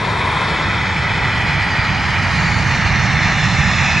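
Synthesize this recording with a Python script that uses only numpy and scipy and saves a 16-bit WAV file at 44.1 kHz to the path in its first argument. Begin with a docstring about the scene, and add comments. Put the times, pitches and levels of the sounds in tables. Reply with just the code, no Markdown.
"""A jet airliner, just landed, rolls past with its thrust reversers open, heard from the airport fence.
As it comes abeam of the stereo microphone the exhaust rumbles more and the roar turns brighter,
while the fan and turbine whines sink in pitch. Reflections cut slowly sliding notches into the roar
and moving air makes it flicker. A short rough howl at the start is probably the tyres."""
import sys
import numpy as np
from scipy import signal
from scipy.fft import rfft, irfft
from scipy.io import wavfile

SR = 44100
rng = np.random.default_rng(int(sys.argv[2]) if len(sys.argv) > 2 else 0)


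def generate_wav(sig):
    """Save sig (samples, or channels by samples) to the path in sys.argv[1] as 16-bit PCM at SR."""
    pcm = np.round(np.clip(np.atleast_2d(sig).T, -1, 1) * 32767).astype(np.int16)
    wavfile.write(sys.argv[1], SR, pcm)


N = 176400
FRAME, HOP = 1024, 256
BIN_HZ = np.maximum(np.fft.rfftfreq(FRAME, 1 / SR), 1)[:, None]
FRAME_S = np.arange(N // HOP + 2) * HOP / SR
TIME = np.arange(N) / SR
CUT_HZ = 11000

# Exhaust rumble. Each row: frequency in Hz, relative level in dB.
RUMBLE_SPECTRUM = [(15,-34),(30,-25),(45,-7),(65,0.5),(90,2.5),(120,0.5),(180,-1.5),(230,-10),(290,-17),(400,-25),(550,-43),(900,-90)]
# Its rise. Each row: time in seconds, level in dB.
RUMBLE_DB = [(0,-24.5),(.3,-24),(1.1,-23.5),(1.35,-22.5),(2.2,-22),(2.7,-20.5),(3.05,-17.5),(3.5,-19.5),(4,-20.3)]
# A drone inside the rumble. Each row: time in seconds, pitch in Hz, level in dB.
EXHAUST_DRONE = [(0,150,-39.5),(1.2,140,-30.5),(1.8,130,-24),(2.3,148,-25),(2.55,135,-20.5),(3.1,140,-24),(3.5,150,-22.5),(4,145,-25.5)]
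# The roar on approach, then abeam of the microphone. Each row: frequency in Hz, relative level in dB.
AHEAD_SPECTRUM = [(100,-11),(300,-7),(550,-9),(700,-8),(900,-2),(1130,-7.5),(1350,-3),(1650,-4.5),(2400,-3),(3000,-10.5),(3500,-11),(4600,-18),(5400,-21.5),(7000,-30.5),(8000,-36),(11000,-49)]
ABEAM_SPECTRUM = [(100,-32),(300,-16.5),(470,-15.5),(620,-8.5),(820,-0.5),(1050,-5),(1250,0),(1470,-5),(1800,4),(2550,-1.5),(2900,-8),(4200,-8.5),(6000,-13),(7200,-24),(8700,-42.5),(11000,-47.5)]
# The roar's course. Each row: time in seconds, level in dB before boosts and notches.
ROAR_DB = [(0,-22.5),(.5,-19.5),(1.0,-19.5),(1.3,-18.5),(1.9,-18.5),(2.5,-18.5),(3.0,-17.5),(3.5,-17.5),(4,-17)]
# Its tone. Each row: time in seconds, low-middle boost in dB, top boost in dB.
ROAR_BOOSTS = [(0,6.5,8),(.5,2.5,5.5),(.8,-1,-1),(1.4,-2,1),(2.0,-2,0.5),(2.3,1,5),(2.7,1.5,3.5),(3.0,1,-2),(3.5,1.5,0.5),(4,2,-4)]
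# Reflection notches and the bright ridges between them. Each row: peak time in seconds,
# half length in seconds, frequency at the peak in Hz, half width in Hz, gain in dB.
REFLECTION_NOTCHES = [(.1,0.76,2860,190,-7.5),(1.05,0.65,2770,116,-14),(2.3,0.96,2653,86,-11.5),(1.66,1.02,3780,130,-10),(0.78,1,4830,140,-8.5),(2.1,0.68,4380,92,-12),(1.45,1.13,5860,195,-15),(1.4,0.58,6780,110,-5),(3.18,1.46,3260,165,-8.5),(3,0.98,3820,140,-5),(2.8,0.52,4970,120,-7),(3.63,0.77,4660,230,-14),(4.1,0.77,5380,150,-12),(3.2,.9,6560,150,-9),(2.4,1.9,7720,170,-8),(3.8,.5,9100,130,-6)]
REFLECTION_RIDGES = [(0.24,0.63,3690,240.7,3.5),(.9,.5,1350,89.5,2),(1.3,0.74,5900,150,2),(1.5,.9,7100,130,-2),(2.1,.4,5900,220,0),(2.53,0.2,6900,240,8),(4.04,0.27,2550,130,10.5),(3.58,.7,3544,120.4,5.5),(3.8,.6,5160,140.4,4),(3.8,0.43,6940,230,8.5),(3.7,0.74,7780,160,9)]
# Fan and turbine whines. Each row: time in seconds, pitch in Hz.
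FAN_PITCH = [(0,2022),(.9,1994),(1.6,1941),(2.3,1860),(3.2,1793),(4,1763)]
TURBINE_PITCH = [(0,5250),(.45,5120),(1.0,4790),(1.65,4730),(2.05,4605),(2.35,4515),(2.7,4400),(3.2,4270),(4,4130)]
# Fan, turbine and a higher stage that comes and goes. Each row: time in seconds, level in dB.
FAN_DB = [(0,-34),(.8,-31.5),(1.35,-26),(1.9,-26.5),(2.5,-31),(3.2,-37),(4,-30)]
TURBINE_DB = [(0,-54),(.55,-47),(.9,-51),(1.45,-49),(1.65,-40.5),(1.9,-38),(2.15,-45),(2.5,-35.5),(2.8,-38),(3.15,-46),(4,-52)]
HIGH_STAGE_DB = [(0,-66),(.6,-62),(.9,-52),(1.2,-65),(1.65,-65),(1.95,-52),(2.3,-66),(4,-68)]
# Left minus right microphone. Each row: frequency in Hz, starting balance in dB, abeam balance in dB.
BALANCE = [(60,-1.5,-7.5),(170,-0.5,-6),(350,0,1),(600,1.5,3),(1000,4.5,-2.8),(2000,0.8,-1.5),(5000,.4,-1.6),(10000,5,1)]
# Sound that arrives scattered. Each row: frequency in Hz, level against the direct sound in dB.
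SCATTER_DB = [(60,-22),(150,-22),(300,-12),(550,-10),(1100,-16.5),(2200,-21),(5000,-12.5),(10000,-9.5)]
# The left microphone's lead. Each row: frequency in Hz, phase in radians.
LEFT_LEAD = [(60,0),(250,.05),(520,0.25),(1500,0.45),(2100,-0.27),(4400,-0.24),(7000,-0.13),(10000,0)]


def undb(db):
    """Decibels to gain."""
    return 10 ** (np.asarray(db) / 20)


def curve(rows, t, column=1):
    """One column of a table, joined by straight lines in time."""
    rows = np.array(rows, float)
    return np.interp(t, rows[:, 0], rows[:, column])


def colour(rows, hz, column=1):
    """One column of a table, joined by straight lines in log frequency."""
    rows = np.array(rows, float)
    return np.interp(np.log(hz), np.log(rows[:, 0]), rows[:, column])


def bell(x, centre, width):
    """A smooth hump of height 1."""
    return np.exp(-((x - centre) / width) ** 2)


def wander(rate_hz):
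    """Smooth random motion with a spread of 1, one value a frame."""
    size = 4096
    lowpass = bell(np.fft.rfftfreq(size, HOP / SR), 0, rate_hz)
    x = irfft(rfft(rng.standard_normal(size)) * lowpass)
    return (x / x.std())[:len(FRAME_S)]


def to_spectra(x):
    """Sound to short overlapping spectra."""
    return signal.stft(x, nperseg=FRAME, noverlap=FRAME - HOP)[2]


def to_sound(spectra):
    """Short overlapping spectra to sound."""
    return signal.istft(spectra, nperseg=FRAME, noverlap=FRAME - HOP)[1][..., :N]


def noise(gain_at):
    """Two unrelated noises (direct, scattered) of rms 1, shaped by a gain at each frequency."""
    hz = np.maximum(np.fft.rfftfreq(N, 1 / SR), 1)
    x = irfft(rfft(rng.standard_normal((2, N))) * gain_at(hz), N)
    return x / x.std(axis=1, keepdims=True)


def whine(hz, db, half_width_hz):
    """A tone that follows a pitch curve, smeared into a narrow band by turbulence."""
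    phase = 2 * np.pi * np.cumsum(hz) / SR
    skirt = lambda f: 1 / (1 + (f / half_width_hz) ** 2)
    return undb(db) * (noise(skirt) * np.cos(phase) + noise(skirt) * np.sin(phase))


def exhaust_rumble():
    """The reversed exhaust billows and drones, louder as the engines come abeam of the microphone."""
    billow_db = 0.25 * np.interp(TIME, FRAME_S, wander(rate_hz=14))
    body = noise(lambda hz: undb(colour(RUMBLE_SPECTRUM, hz)))
    drone = whine(curve(EXHAUST_DRONE, TIME), curve(EXHAUST_DRONE, TIME, column=2), half_width_hz=42.6)
    return body * undb(curve(RUMBLE_DB, TIME) + billow_db) + drone


def interference(rows, slide_per_s=-0.035):
    """Reflections meet the direct sound: notches or ridges, in dB, slide down as the aircraft moves."""
    total_db = 0
    for peak_s, half_length_s, hz, half_width_hz, db in rows:
        centre_hz = hz * np.exp(slide_per_s * (FRAME_S - peak_s))
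        total_db += db * bell(FRAME_S, peak_s, half_length_s) * bell(BIN_HZ, centre_hz, half_width_hz)
    return total_db


def air_turbulence():
    """Air moving between runway and fence: all bands swell, each flickers, the treble most. In dB."""
    centres_hz = np.linspace(0, CUT_HZ, num=36)
    flicker = sum(bell(BIN_HZ, hz, centres_hz[1] * 1.03) * wander(rate_hz=14.7) for hz in centres_hz)
    treble = np.minimum(BIN_HZ / 5000, 1)
    swell_db = 0.1 * wander(rate_hz=9)
    shimmer_db = 0.5 * treble * wander(rate_hz=30)
    return swell_db + flicker * (0.6 + 0.4 * treble) + shimmer_db


def engine_roar(turn_s=2.33, turn_width_s=0.45):
    """Broad engine noise whose colour turns with the angle from microphone to aircraft."""
    abeam = 0.5 + 0.5 * np.tanh((FRAME_S - turn_s) / turn_width_s / 2)
    db = (1 - abeam) * colour(AHEAD_SPECTRUM, BIN_HZ) + abeam * colour(ABEAM_SPECTRUM, BIN_HZ)
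    db -= 10 * np.log10(np.mean(undb(db) ** 2, axis=0))  # equal power at every angle
    db += curve(ROAR_DB, FRAME_S)
    low_middle = bell(np.log2(BIN_HZ / 460), 0, 0.73)  # width in octaves
    top = 0.5 + 0.5 * np.tanh((BIN_HZ - 7900) / 900)
    db += curve(ROAR_BOOSTS, FRAME_S) * low_middle + curve(ROAR_BOOSTS, FRAME_S, column=2) * top
    db += interference(REFLECTION_NOTCHES) + interference(REFLECTION_RIDGES) + air_turbulence()
    return to_sound(to_spectra(rng.standard_normal((2, N))) * undb(db))


def blade_whines(high_stage_ratio=1.318):
    """Fan and turbine tones sink as the aircraft closes in and slows."""
    turbine_hz = curve(TURBINE_PITCH, TIME)
    fan = whine(curve(FAN_PITCH, TIME), curve(FAN_DB, TIME), half_width_hz=41)
    turbine = whine(turbine_hz, curve(TURBINE_DB, TIME), half_width_hz=32)
    high_stage = whine(turbine_hz * high_stage_ratio, curve(HIGH_STAGE_DB, TIME), half_width_hz=32)
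    return fan + turbine + high_stage


def tyre_howl(hz=1001.0, peak_s=0.28, half_length_s=0.44):
    """A brief rough howl from the runway, probably the tyres as the wheels spin up."""
    return whine(np.full(N, hz), db=-24, half_width_hz=113) * bell(TIME, peak_s, half_length_s)


def scene(swing_s=1.6):
    """From the fence the aircraft drifts left to right; part of its sound arrives scattered."""
    direct, scattered = to_spectra(exhaust_rumble() + engine_roar() + blade_whines() + tyre_howl())
    swing = 1 - np.exp(-FRAME_S / swing_s)
    balance_db = (1 - swing) * colour(BALANCE, BIN_HZ) + swing * colour(BALANCE, BIN_HZ, column=2)
    sides = np.array([1, -1])[:, None, None]  # left, right
    gains = undb(sides * balance_db / 2)
    phase_shift = np.exp(0.5j * sides * colour(LEFT_LEAD, BIN_HZ))
    arriving = direct + sides * undb(colour(SCATTER_DB, BIN_HZ)) * scattered
    return to_sound(gains / gains.mean(axis=0) * phase_shift * arriving)


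def record(dry):
    """The camera behind the microphone cuts the top steeply."""
    return signal.sosfilt(signal.ellip(12, 0.1, 80, CUT_HZ, fs=SR, output="sos"), dry)


dry = scene()
out = record(dry)
generate_wav(out)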